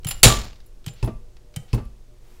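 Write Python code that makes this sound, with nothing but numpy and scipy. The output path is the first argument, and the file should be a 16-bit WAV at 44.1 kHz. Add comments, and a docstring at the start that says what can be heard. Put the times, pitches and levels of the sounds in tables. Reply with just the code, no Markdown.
"""Faint hum and a small tick, then the click of a pump handle, heard close by at a garage workbench.
A hand-pumped hydraulic cutter bites a hardened steel shackle: the steel chinks, then cracks loudly enough
to overload the microphone, and the bench jolts. Two more strokes follow, each ending in a knock.
Struck metal and the bench are sums of dying sine modes; clacks, blast and thuds are noise bursts whose
bands die at their own speeds; oil, rubbing, air and rumble are steadily coloured noise."""
import sys
import numpy as np
from scipy import signal
from scipy.fft import rfft, irfft
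from scipy.io import wavfile

SR = 44100
rng = np.random.default_rng(int(sys.argv[2]) if len(sys.argv) > 2 else 0)


def transcribe(signal):
    """Save signal, clipped to [-1, 1], as a 16-bit WAV file at the path in sys.argv[1]."""
    frames = np.atleast_2d(signal).T
    limited = np.clip(frames, -1, 1)
    pcm = np.round(limited * 32767).astype(np.int16)
    wavfile.write(sys.argv[1], SR, pcm)


N = 105840  # samples, 2.4 s

# The handle lands at the end of a stroke: start_s, level_db
KNOCKS = [(1.0275, -3), (1.7311, -1.5)]
CRACK_S = 0.2311  # the shackle breaks


def amp(db):
    """Decibels to gain."""
    return 10 ** (np.asarray(db) / 20)


def add(mix, s, sound):
    """Lays a sound into the mix at time s, in place."""
    part = mix[max(round(s * SR), 0):][:len(sound)]
    part += sound[:len(part)]


def read(points, hz, column=1):
    """Reads a table on a log-frequency axis."""
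    rows = np.array(points, float)
    return np.interp(np.log(hz + 1), np.log(rows[:, 0]), rows[:, column])


def decay(t, t60):
    """A gain that falls by 60 dB in t60 seconds."""
    return np.exp(-np.log(1000) * t / t60)


def rise(rise_s):
    """One second of gain that climbs from 0 towards 1 with the given time constant."""
    return 1 - np.exp(-np.arange(SR) / SR / rise_s)


def noise(colour):
    """Steady noise of a given colour, rms 1."""
    gain = amp(read(colour, np.fft.rfftfreq(N, 1 / SR)))
    x = irfft(rfft(rng.standard_normal(N)) * gain, N)
    return x / x.std()


def waver(rate_hz, depth_db):
    """A gain that wanders at random, mostly slower than the given rate."""
    smoothing = (1 + (np.fft.rfftfreq(N, 1 / SR) / rate_hz) ** 2) ** 2
    x = irfft(rfft(rng.standard_normal(N)) / smoothing, N)
    return amp(depth_db * x / x.std())


def burst(colour, rise_cycles=0.85, count=24):
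    """One second of noise, rms 1 before shaping: each band swells in about a cycle and dies at its own speed."""
    t, hz = np.arange(SR) / SR, np.fft.rfftfreq(SR, 1 / SR)
    spectrum = np.exp(2j * np.pi * rng.random(len(hz))) * amp(read(colour, hz))
    spectrum /= irfft(spectrum, SR).std()
    centres = np.geomspace(30, 16000, count)
    # triangular bands that overlap and sum to one
    weights = np.array([np.interp(hz, centres, row) for row in np.eye(count)])
    bands = irfft(spectrum * weights, SR)
    swell = 1 - np.exp(-t * centres[:, None] / rise_cycles)
    fade = decay(t, read(colour, centres, column=2)[:, None])
    return (bands * swell * fade).sum(0)


def ring(modes, scatter=1):
    """One second of dying modes; scatter 0 starts them all together, as one push does."""
    t = np.arange(SR) / SR
    return sum(amp(db) * decay(t, t60) * np.sin(2 * np.pi * (hz * t + scatter * rng.random()))
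               for hz, db, t60 in modes)


def shimmer(modes, spread, count=12):
    """Each mode split into a cluster of close, beating lines; spread is a share of its frequency."""
    lines = [(hz * (1 + spread * rng.standard_normal()), db, t60)
             for hz, db, t60 in modes for _ in range(count)]
    return ring(lines) / np.sqrt(count)


def push(modes, rise_s):
    """Low modes set swinging by a soft push."""
    return -ring(modes, scatter=0) * rise(rise_s)


def garage(x, wet_db):
    """Adds the short tail of the room: the sound convolved with dying noise of unit energy."""
    # Room tail: pitch_hz, relative_level_db, t60_s
    room = [(160, -7.5, 0.26), (500, 2, 0.45), (4500, -9.5, 0.42), (15000, -12.5, 0.45)]
    tail = burst(room) * rise(0.0021)
    return x + amp(wet_db) * signal.fftconvolve(x, tail / np.linalg.norm(tail))[:N]


def background():
    """Room air and low rumble as coloured noise, and mains hum as sines whose levels waver."""
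    # Colours of the air and of the rumble: pitch_hz, relative_level_db
    air_colour = [(88, -20), (150, -4.5), (360, -4), (473, -6), (600, -12), (1820, -20.5), (6440, -22),
                  (15800, -33.5)]
    rumble_colour = [(10, 3), (25, 4.5), (50, -9), (80, -15), (130, -19.5), (220, -37), (600, -59.5)]
    # Course of the rumble's rms: time_s, level_db
    rumble_course = [(0, -36), (.12, -31.5), (.6, -41), (2.3, -44.5)]
    # Mains hum, rms before it wavers: pitch_hz, level_db
    hum_lines = [(119.6, -65.5), (360, -70.5), (480, -73.5), (600, -75.5), (721, -83)]
    t = np.arange(N) / SR
    air = amp(-61.5) * noise(air_colour)
    rumble = amp(np.interp(t, *np.transpose(rumble_course))) * noise(rumble_colour)
    hum = np.zeros(N)
    for hz, db in hum_lines:
        sine = np.sqrt(2) * np.sin(2 * np.pi * (hz * t + rng.random()))
        hum += amp(db) * waver(rate_hz=9, depth_db=4.5) * sine
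    return air + rumble + hum


def rubbing():
    """Faint friction as the handle is moved: coloured noise under a bell-shaped swell."""
    # Rubs: middle_s, half_length_s, peak_level_db
    rubs = [(2.337, 0.12, -60)]
    # Colour of the friction: pitch_hz, relative_level_db
    rub_colour = [(400, 8.5), (1000, 4.5), (15500, -8.5)]
    t = np.arange(N) / SR
    swells = sum(amp(db) * np.exp(-((t - s) / half) ** 2) for s, half, db in rubs)
    return noise(rub_colour) * swells


def oil(edge_s=0.0075):
    """Oil hisses through the valve while the handle comes down: noise with short sloping edges."""
    # Hisses: start_s, length_s, level_db
    hisses = [(0.122, 0.088, -54.5), (0.954, 0.08, -58), (1.676, 0.075, -59.5)]
    # Colour of the hiss: pitch_hz, relative_level_db
    hiss_colour = [(300, -15), (2800, 4.5), (4600, 3), (6000, -4), (10000, -22), (15500, -13.5)]
    t = np.arange(N) / SR
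    flow = np.zeros(N)
    for s, length, db in hisses:
        to_nearest_edge = np.minimum(t - s, s + length - t)
        flow += amp(db) * np.clip(to_nearest_edge / edge_s, 0, 1)
    return noise(hiss_colour) * flow


def loose_metal():
    """A loose piece hops on the bench after each jolt; its ring builds up unevenly as it chatters."""
    # Rattles: start_s, tap_db, ring_db
    rattles = [(.286, -29, -9.5), (1.0755, -24.5, -37), (1.088, -35, -37.5), (1.7785, -27.5, -40),
               (1.790, -34, -39.5)]
    # Noise of the tap: pitch_hz, relative_level_db, t60_s
    tap_colour = [(372, 6.5, 0.11), (680, -2.5, 0.12), (1100, -9.5, 0.11), (1600, -19.5, .14),
                  (2527, -19.5, 0.11), (12000, -42.5, 0.06)]
    # Modes of the loose piece: pitch_hz, relative_level_db, t60_s
    loose_modes = [(1168, 0, .22), (1200, -8, .12), (1286, -13, .16), (2053, -21, .16)]
    out = np.zeros(N)
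    swell = rise(0.04)
    for s, tap_db, ring_db in rattles:
        chatter = waver(rate_hz=150, depth_db=1.8)[:SR]
        tap = amp(tap_db) * burst(tap_colour, rise_cycles=0.3)
        add(out, s, tap + amp(ring_db) * swell * chatter * ring(loose_modes))
    return garage(out, wet_db=-24)


def bench(lag_s=0.00097, sway_lag_s=0.0045, rebound_s=0.128):
    """The bench thumps under each knock and the tool's kick; its frame sways and settles back."""
    # Modes of the bench and of its swaying frame: pitch_hz, relative_level_db, t60_s
    bench_modes = [(114.6, -5, 0.11), (116, -30.5, 0.51), (224, -27, 0.38), (342, -38.5, .3),
                   (392, -37, 0.33)]
    sway_modes = [(43, -10.5, .12), (46.7, -28, 0.66)]
    # Noise of the thud: pitch_hz, relative_level_db, t60_s
    thud_colour = [(40, -1, 0.41), (123.4, 5, 0.31), (450, -5, 0.16), (620, -16.5, .23), (970, -12.5, 0.19),
                   (1400, -29, 0.15), (8000, -57, .1)]
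    out = np.zeros(N)
    swing = push(bench_modes, rise_s=0.0044)
    sway = push(sway_modes, rise_s=0.002)
    add(swing, sway_lag_s, -sway)
    add(swing, rebound_s, amp(-13.5) * sway)
    # the tool kicks at once as the steel breaks, then drops back on the bench
    jolts = [(CRACK_S, -5), (CRACK_S + 0.0225, 6.5)]
    for s, db in KNOCKS + jolts:
        add(out, s + lag_s, amp(db) * (swing + amp(-19.5) * burst(thud_colour)))
    return out


def handle():
    """The handle clicks and bumps at the top, ticks in its joints and knocks at the bottom."""
    # Handle at the top of its travel: click_s, click_db, bench_bump_s, bump_db
    lifts = [(0.0466, -30, .0575, -20), (0.863, -30.5, .871, -22.5), (1.5616, -28, 1.5683, -21.5)]
    # Small ticks of play in the linkage: start_s, level_db
    ticks = [(.033, -50), (.558, -51), (.6024, -51), (0.843, -50), (1.3675, -49), (1.5397, -49)]
    # Noise of click, tick and clack: pitch_hz, relative_level_db, t60_s
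    click_colour = [(800, -1.5, 0.028), (1300, -9, 0.062), (3000, -2, .04), (5500, -8.5, 0.044),
                    (8000, -1, .03), (15500, -12, 0.027)]
    tick_colour = [(1210, -3.5, .03), (4460, 0, .04), (14875, -25.5, .02)]
    clack_colour = [(830, 12.5, 0.035), (1520, -4.5, 0.23), (2430, 9, 0.016), (4870, -3, 0.092),
                    (5900, -5, 0.18), (10400, -3, 0.03), (15500, -24, .015)]
    # Modes of linkage, bench bump and end stop: pitch_hz, relative_level_db, t60_s
    linkage_modes = [(3073, -5.5, 0.057), (7913, -10.5, 0.021), (790, -15, 0.047)]
    bump_modes = [(115.74, 3, 0.08), (145, 1, 0.096)]
    stop_modes = [(2596, 2.5, 0.028), (4540, -0.5, 0.014), (5140, -4.5, 0.041)]
    out = np.zeros(N)
    for s, click_db, bump_s, bump_db in lifts:
        add(out, s, amp(click_db) * (burst(click_colour) + ring(linkage_modes)))
        add(out, bump_s, amp(bump_db) * push(bump_modes, rise_s=0.0036))
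    for s, db in ticks:
        add(out, s, amp(db) * burst(tick_colour))
    for s, db in KNOCKS:
        add(out, s, amp(db - 29.5) * (burst(clack_colour) + ring(stop_modes)))
    return garage(out, wet_db=-11.5)


def chinks(rise_s=0.0012, high_ring_from_hz=8500):
    """Steel slips on steel and rings; the contact favours low modes, or high modes and a bright skid."""
    # Shifts of the steel: start_s, low_ring_db, high_ring_db, contact_noise_db
    shifts = [(0.0681, -30, -25, -28.5), (0.0857, -35, -17, -28.5), (0.1081, -27.5, -21.5, -22.5),
              (0.444, -48.5, -42.5, -44.5), (.6612, -67, -47.5, -69.5), (0.878, -36.5, -52, -34.5),
              (0.935, -60.5, -50, -55), (1.043, -65, -34.5, -42), (1.058, -68, -42, -50),
              (1.743, -56, -33, -37.5), (1.8505, -74, -54.5, -57.5)]
    # Modes of the steel parts: pitch_hz, relative_level_db, t60_s
    steel_modes = [(2848, -16, .25), (5130, -16, .17), (7235, -1, .15), (10030, -2.5, .055),
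                   (11720, -12, .06), (12480, -14, .07), (15200, -9, .05)]
    # Noise of the contact and of the skid: pitch_hz, relative_level_db, t60_s
    contact_colour = [(1490, -6, .06), (3200, 1.5, 0.058), (5060, -4.5, 0.064), (5860, -10.5, .05),
                      (7900, -13, 0.1), (15500, -15, .03)]
    skid_colour = [(4000, -30, .03), (9000, -1.5, .04), (11500, -2, 0.1), (13800, -7, .04), (15500, 1, .04)]
    out = np.zeros(N)
    swell = rise(rise_s)
    for s, low_db, high_db, contact_db in shifts:
        modes = [(hz, db + (high_db if hz > high_ring_from_hz else low_db), t60)
                 for hz, db, t60 in steel_modes]
        contact = amp(contact_db) * burst(contact_colour)
        skid = amp(high_db - 6.5) * burst(skid_colour)
        add(out, s, swell * (shimmer(modes, spread=0.007) + contact + skid))
    return garage(out, wet_db=-13)


def crack():
    """The shackle fractures: a blast, ringing steel and the room's rough answer."""
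    # Noise of the blast and of the room's answer: pitch_hz, relative_level_db, t60_s
    blast_colour = [(100, -3.5, .1), (1000, -6.5, 0.16), (4000, 5, .11), (5500, -2.5, 0.12),
                    (7500, 4, 0.078), (10000, 0, .1), (16600, -8.5, 0.056)]
    answer_colour = [(100, 6.5, .5), (270, -2.5, 0.45), (480, 4, .39), (1500, -4.5, .41),
                     (4000, -1.5, .385), (5570, -5, 0.4), (8000, -2.5, 0.26), (15500, -17, 0.33)]
    # Modes of the broken steel: pitch_hz, relative_level_db, t60_s
    fracture_modes = [(3824, -8, .26), (4004, -11, .26), (4344, -9, .27), (4694, -12, .22),
                      (6659, -15, .33), (6828, -7, .17), (7080, -5, .31), (7106, -6, .3), (7216, -3, .26),
                      (7287, -6, .24), (8845, -11, .25), (10924, -7, .2)]
    out = np.zeros(N)
    blast = amp(1) * burst(blast_colour)
    roughness = waver(rate_hz=260, depth_db=2.3)[:SR]
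    answer = amp(-8.5) * burst(answer_colour) * roughness
    add(out, CRACK_S, blast + answer + amp(-9.5) * ring(fracture_modes))
    return out


def scene():
    """All sources at one microphone."""
    surroundings = background() + rubbing() + oil() + loose_metal() + bench()
    return (surroundings + handle() + chinks() + crack())[None]


def record(dry):
    """The microphone overloads, bending peaks smoothly towards full scale; then a steep treble cut."""
    limited = dry / (1 + dry ** 6) ** (1 / 6)
    low_pass = signal.firwin(511, 15850, window=("kaiser", 7), fs=SR)  # cutoff in Hz
    return signal.oaconvolve(limited, low_pass[None], "same")


dry = scene()
out = record(dry)
transcribe(out)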